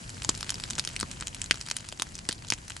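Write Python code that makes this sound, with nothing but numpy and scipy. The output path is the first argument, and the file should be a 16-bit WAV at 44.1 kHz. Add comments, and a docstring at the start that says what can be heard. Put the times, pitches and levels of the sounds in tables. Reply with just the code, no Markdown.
"""Forest clearing, a heap of damp branches burning a few metres from a small stereo microphone.
Sap pockets burst as sharp pops: clicks and short noise puffs ringing a resonance, some with wooden thumps.
Countless random crackles are smaller snaps of the same kind; flame flutter and steam hiss are
flickering banded noise. The ground and nearby surfaces return a few early echoes, then come a brief
scatter and a longer wash."""
import sys
import numpy as np
from scipy import signal
from scipy.fft import rfft, irfft
from scipy.io import wavfile

SR = 44100
rng = np.random.default_rng(int(sys.argv[2]) if len(sys.argv) > 2 else 0)


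def voltage_ratio(level):
    """Linear amplitude factor for a level in decibels (scalar or array-like)."""
    return 10 ** (np.asarray(level, float) / 20)


def master(y):
    """Save y as 16-bit WAV."""
    cut = np.clip(np.atleast_2d(y).T, -1, 1)
    pcm = np.round(cut * 32767)  # scale
    wavfile.write(sys.argv[1], SR, pcm.astype(np.int16))


N = 123479

# Loud pops. Each row: start in seconds, source peak in dB, pocket resonance in Hz.
LOUD_POPS = [(0.0939, -22, 6640), (0.102, -24.5, 3780), (0.2207, -19, 3030), (0.2327, -23.5, 9300),
             (0.241, -24, 4460), (0.2474, -12.5, 7140), (0.3141, -29, 1800), (0.3508, -19, 5200),
             (0.3762, -23, 6500), (0.4066, -24, 5140), (0.4088, -19.5, 5750), (0.429, -14.5, 4350),
             (0.445, -26, 3000), (0.4716, -28.5, 1180), (0.4935, -14.5, 5400), (0.504, -8, 5830),
             (0.521, -27, 1180), (0.5427, -20, 5070), (0.5555, -21.5, 3900), (0.5996, -21, 4540),
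             (0.609, -31, 7400), (0.638, -14, 4200), (0.7018, -16, 6230), (0.7067, -14, 6900),
             (0.7332, -21.5, 4570), (0.7535, -21, 6640), (0.7821, -15.5, 6850), (0.7872, -14, 5400),
             (0.84, -24.5, 2800), (0.85, -13.5, 5800), (0.8744, -14.5, 4960), (0.8891, -24.5, 7800),
             (0.9005, -29, 1500), (0.9637, -14, 2440), (0.9934, -24, 4300), (1.0004, -15.5, 8250),
             (1.0091, -20.5, 2970), (1.0106, -11, 5000), (1.029, -17.5, 4050), (1.114, -19.5, 6260),
             (1.2009, -26, 5400), (1.2092, -19.5, 7200), (1.2245, -21.5, 1370), (1.2328, -29.5, 2600),
             (1.2709, -14, 6900), (1.281, -20.5, 6400), (1.3467, -20, 4900), (1.4167, -11.5, 7800),
             (1.442, -20, 6400), (1.4605, -24, 4200), (1.5104, 1.5, 2130), (1.543, -24.5, 4500),
             (1.557, -24, 6100), (1.6056, -31, 6470), (1.6124, -17, 5100), (1.6634, -24, 3940),
             (1.674, -29, 2500), (1.6865, -20, 5240), (1.7007, -18, 4950), (1.7127, -9, 3700),
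             (1.7667, -10.5, 9050), (1.806, -30.5, 6750), (1.8885, -18, 4900), (1.925, -24, 3500),
             (1.9976, -16.5, 3660), (2.021, -6.5, 4600), (2.1538, -21, 5800), (2.1897, -23.5, 4640),
             (2.2895, -7.5, 4700), (2.2915, -12.5, 4540), (2.311, -19.5, 2800), (2.3196, -22, 3970),
             (2.327, -16.5, 4500), (2.485, -26, 6660), (2.5224, -7.5, 2540), (2.5365, -13.5, 6200),
             (2.6806, -26.5, 6400), (2.6992, -21.5, 7100), (2.7037, -20.5, 5600), (2.7197, -25.5, 2470),
             (2.766, -22, 6300)]
# Pops whose pocket rings on at one pitch.
# Each row: start in seconds, source peak in dB, pitch in Hz, resonance width in Hz.
RINGING_POPS = [(0.2918, -5.5, 5100, 700), (0.2944, -5, 7300, 300), (0.7956, -7.5, 4700, 650),
                (2.5028, -5.5, 5570, 800)]
# Pressure pulses. Each row: start in seconds, knock peak in dB, knock pitch in Hz, low push peak in dB.
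PRESSURE_PULSES = [(0.2474, -28, 905, -47), (0.2917, -19, 1110, -19), (0.429, -28.5, 1250, -48),
                   (0.7818, -30, 830, -37.5), (0.7876, -28.5, 1350, -36), (0.8744, -32.5, 1310, -36),
                   (0.9632, -47, 1390, -47), (1.0296, -21, 1170, -24), (1.2231, -27, 1340, -38),
                   (1.5104, -22, 1390, -26.5), (1.5424, -32.5, 1310, -37), (1.713, -31.5, 630, -38.5),
                   (1.9251, -31.5, 550, -44), (1.9974, -34, 1160, -34.5), (2.0206, -29, 1070, -38),
                   (2.2923, -24.5, 1740, -24.5), (2.5222, -31.5, 900, -25.5)]
# Early echoes off the ground and nearby surfaces.
# Each row: delay in seconds, left gain in dB, right gain in dB.
EARLY_ECHOES = [(.0032, -24, -15), (.0099, -22, -16), (.0172, -26, -32)]
# Stereo phase of the direct sound. Each row: frequency in Hz, lead of left over right in radians.
LEFT_LEAD = [(100, 0.1), (350, 0.84), (1000, 0.89), (1800, 0), (3300, 1), (5300, 0), (8000, 0.28),
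             (10500, 0.34)]
# The fire's vigour. Each row: time in seconds, flame flutter level in dB, hiss level in dB.
FIRE_VIGOUR = [(0.0, -45.5, -48), (0.3, -44.5, -49.5), (0.7, -44, -49), (1.1, -44, -51), (1.5, -47, -51),
               (1.85, -48.5, -53), (2.4, -46.5, -54), (2.8, -48.5, -51.5)]
# Flame flutter spectrum. Each row: frequency in Hz, relative density in dB per Hz.
FLAME_SPECTRUM = [(12, -16), (20, -1.5), (54, 6), (123, 5.5), (476, -13), (944, -12.5), (1200, -17.5),
                  (1560, -31), (2640, -120)]
# Steam hiss spectrum. Each row: frequency in Hz, relative density in dB per Hz.
HISS_SPECTRUM = [(350, -18), (600, 0.5), (2120, 4), (2680, -1.5), (3780, -5.5), (6050, 2.5), (10400, -7),
                 (11500, -18), (15000, -48), (22000, -120)]
# Left-right likeness of the noise. Each row: frequency in Hz, correlation from -1 to 1.
STEREO_LIKENESS = [(60, 0.98), (130, 0.91), (270, 0.7), (580, -0.11), (1230, -0.86), (2610, 0.035),
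                   (5540, 0.65), (11800, 0.29)]


def pops():
    """Sap pockets burst: each loud pop or ping is one snap."""
    events = LOUD_POPS + RINGING_POPS
    out = np.zeros(N + SR)
    noise = rng.standard_normal((len(events), 700))
    for (start_s, peak_db, hz, *width_hz), row in zip(events, noise):
        start = int(start_s * SR)
        out[start:start + len(row)] += voltage_ratio(peak_db) * snap(hz, row, *width_hz)
    return out[:N]


def snap(hz, noise, ping_width_hz=None):
    """Click and steam burst ring the pocket (in a ping, the click alone), splinters fizz; peak 1."""
    burst_t60_s, splinter_t60_s = 0.0025, 0.016
    click_db, splinter_db = 8, -13.5  # over the burst noise
    pocket_width_hz = 1300
    size = len(noise)

    puff = noise * dying(burst_t60_s, size)
    puff[0] = voltage_ratio(click_db)
    splinters = voltage_ratio(splinter_db) * noise[::-1] * dying(splinter_t60_s, size)

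    if ping_width_hz:
        click = puff[0] * signal.unit_impulse(size)
        # offsets the weaker impulse response of a narrow resonance
        ringing = pocket_width_hz / ping_width_hz * resonate(click, hz, ping_width_hz)
    else:
        ringing = resonate(puff + 0.5 * splinters, hz, pocket_width_hz)
    wide_puff = 0.4 * band(puff, 0.17 * hz, 3.2 * hz)
    fizz = band(splinters, 2800, 8200)
    return peak_one(band(ringing + wide_puff + fizz, 400, 9800))


def thumps():
    """Bigger bursts send a pressure pulse: a woody resonant knock and a low push."""
    out = np.zeros(N + SR)
    click = signal.unit_impulse(2000)
    push = peak_one(band(click, 85, 400))
    for start_s, knock_db, hz, push_db in PRESSURE_PULSES:
        knock = peak_one(band(resonate(click, hz, width_hz=340), 300, 1600))
        start = int(start_s * SR)
        out[start:start + len(click)] += voltage_ratio(knock_db) * knock + voltage_ratio(push_db) * push
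    return out[:N]


def crackles(vigour_db):
    """Small snaps at random times, sizes and 16 pitches, more of them when the fire is lively."""
    nominal_per_s = 300
    floor_db, spread_db, max_spreads = -49.5, 6.0, 2.8
    chance = nominal_per_s * voltage_ratio(vigour_db + 3 * drift(8)) / SR
    born = rng.random(N) < chance
    size_db = floor_db + spread_db * np.minimum(rng.exponential(1, N), max_spreads)
    impulses = voltage_ratio(size_db) * born

    pitches_hz = np.geomspace(1300, 8000, 16)
    dealt = rng.integers(0, 16, N)
    noise = rng.standard_normal((16, 500))
    out = np.zeros(N)
    for k, hz in enumerate(pitches_hz):
        out += signal.oaconvolve(impulses * (dealt == k), snap(hz, noise[k]))[:N]
    return out


def clearing(x):
    """Direct sound, a few early echoes, quick scatter off the heap and a longer wash from the trunks."""
    scatter_db, scatter_t60_s = -10, 0.026  # energy against the direct sound
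    forest_db, forest_t60_s = -25.5, 0.25
    size = SR // 2
    reply = np.zeros((2, size))
    for energy_db, t60_s in ((scatter_db, scatter_t60_s), (forest_db, forest_t60_s)):
        tail = band(rng.standard_normal((2, size)), 960, 12400) * dying(t60_s, size)
        reply += voltage_ratio(energy_db) * rms_one(tail) / np.sqrt(size)
    for delay_s, left_db, right_db in EARLY_ECHOES:
        reply[:, int(delay_s * SR)] += voltage_ratio([left_db, right_db])

    lead_rad = at_hz(LEFT_LEAD, np.fft.rfftfreq(N, 1 / SR))
    turn = np.exp(0.5j * lead_rad * [[1], [-1]])
    direct = irfft(rfft(x) * turn, N)
    return direct + signal.oaconvolve(x[None], reply)[:, :N]


def flame_flutter(level_db):
    """Low flutter of the flames: noise whose bands waver slowly."""
    return voltage_ratio(level_db) * banded_noise(FLAME_SPECTRUM, patchy_db=0.8, rate_hz=9)


def steam_hiss(level_db):
    """Escaping steam: noise whose bands flicker faster than the flames."""
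    return voltage_ratio(level_db) * banded_noise(HISS_SPECTRUM, patchy_db=0.8, rate_hz=25)


def banded_noise(spectrum, patchy_db, rate_hz):
    """Half-octave bands of stereo noise, each with its own level, flicker and likeness; rms 1."""
    out = 0
    together = drift(rate_hz)
    edges_hz = 16 * 2 ** np.arange(0, 9.6, 0.5)
    white = rng.standard_normal((2, 2, N))
    for k, (low_hz, high_hz) in enumerate(zip(edges_hz, edges_hz[1:])):
        mid, side = band(white[k % 2], low_hz, high_hz)
        hz = np.sqrt(low_hz * high_hz)
        alike = np.clip(at_hz(STEREO_LIKENESS, hz), -1, 1)
        flicker_db = patchy_db * (0.7 * together + drift(rate_hz))
        gain = voltage_ratio(at_hz(spectrum, hz) + flicker_db)
        stereo = np.sqrt(1 + alike) * mid + np.sqrt(1 - alike) * side * [[1], [-1]]
        out = out + gain * stereo
    return rms_one(out)


def drift(rate_hz):
    """Slow chance, rms 1: noise through a two-pole lowpass, drawn every 40 samples."""
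    r = np.exp(-80 * np.pi * rate_hz / SR)
    white = rng.standard_normal(N // 40 + 2002)
    slow = signal.lfilter([1], [1, -2 * r, r * r], white)[2000:]  # settled part
    return np.interp(np.arange(N) / 40, np.arange(len(slow)), rms_one(slow))


def resonate(x, hz, width_hz):
    """A two-pole resonance, gain 1 on top."""
    r = np.exp(-np.pi * width_hz / SR)
    zeros = [(1 - r * r) / 2, 0, (r * r - 1) / 2]
    poles = [1, -2 * r * np.cos(2 * np.pi * hz / SR), r * r]
    return signal.lfilter(zeros, poles, x)


def band(x, low_hz, high_hz):
    """Butterworth bandpass."""
    edges_hz = [low_hz, min(high_hz, 0.45 * SR)]
    return signal.sosfilt(signal.butter(2, edges_hz, "band", fs=SR, output="sos"), x)


def dying(t60_s, size):
    """Exponential decay, 60 dB in t60_s."""
    return voltage_ratio(-60 * np.arange(size) / (t60_s * SR))


def at_hz(points, hz):
    """A table read on a log-frequency axis."""
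    table_hz, values = np.transpose(points)
    return np.interp(np.log(hz + 1), np.log(table_hz + 1), values)


def rms_one(x):
    """Scales to rms 1."""
    return x / np.sqrt(np.mean(x ** 2) + 1e-20)


def peak_one(x):
    """Scales to peak 1."""
    return x / np.abs(x).max()


def scene():
    """Pops, thumps and crackles in the clearing over flame flutter and hiss."""
    left_up_right_down_db = 0.51
    time_s, flame_points_db, hiss_points_db = np.transpose(FIRE_VIGOUR)
    t = np.arange(N) / SR
    flame_db = np.interp(t, time_s, flame_points_db)
    hiss_db = np.interp(t, time_s, hiss_points_db)
    fire = clearing(pops() + thumps() + crackles(hiss_db - hiss_db.mean()))
    mix = fire + flame_flutter(flame_db) + steam_hiss(hiss_db)
    return mix * voltage_ratio([[left_up_right_down_db], [-left_up_right_down_db]])


def low_pass(x):
    """Removes everything above the highest recorded frequency."""
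    return signal.sosfilt(signal.butter(12, 16500, fs=SR, output="sos"), x)


def record(dry):
    """Peaks clip; the top is cut steeply, a little leaks past."""
    clip_level, cutoff_hz, leak_db = 0.7, 11550, -34
    clipped = np.clip(dry, -clip_level, clip_level)
    steep = signal.cheby2(24, 50, cutoff_hz, fs=SR, output="sos")
    finished = signal.sosfilt(steep, clipped) + voltage_ratio(leak_db) * clipped
    return low_pass(finished)


dry = scene()
out = record(dry)
master(out)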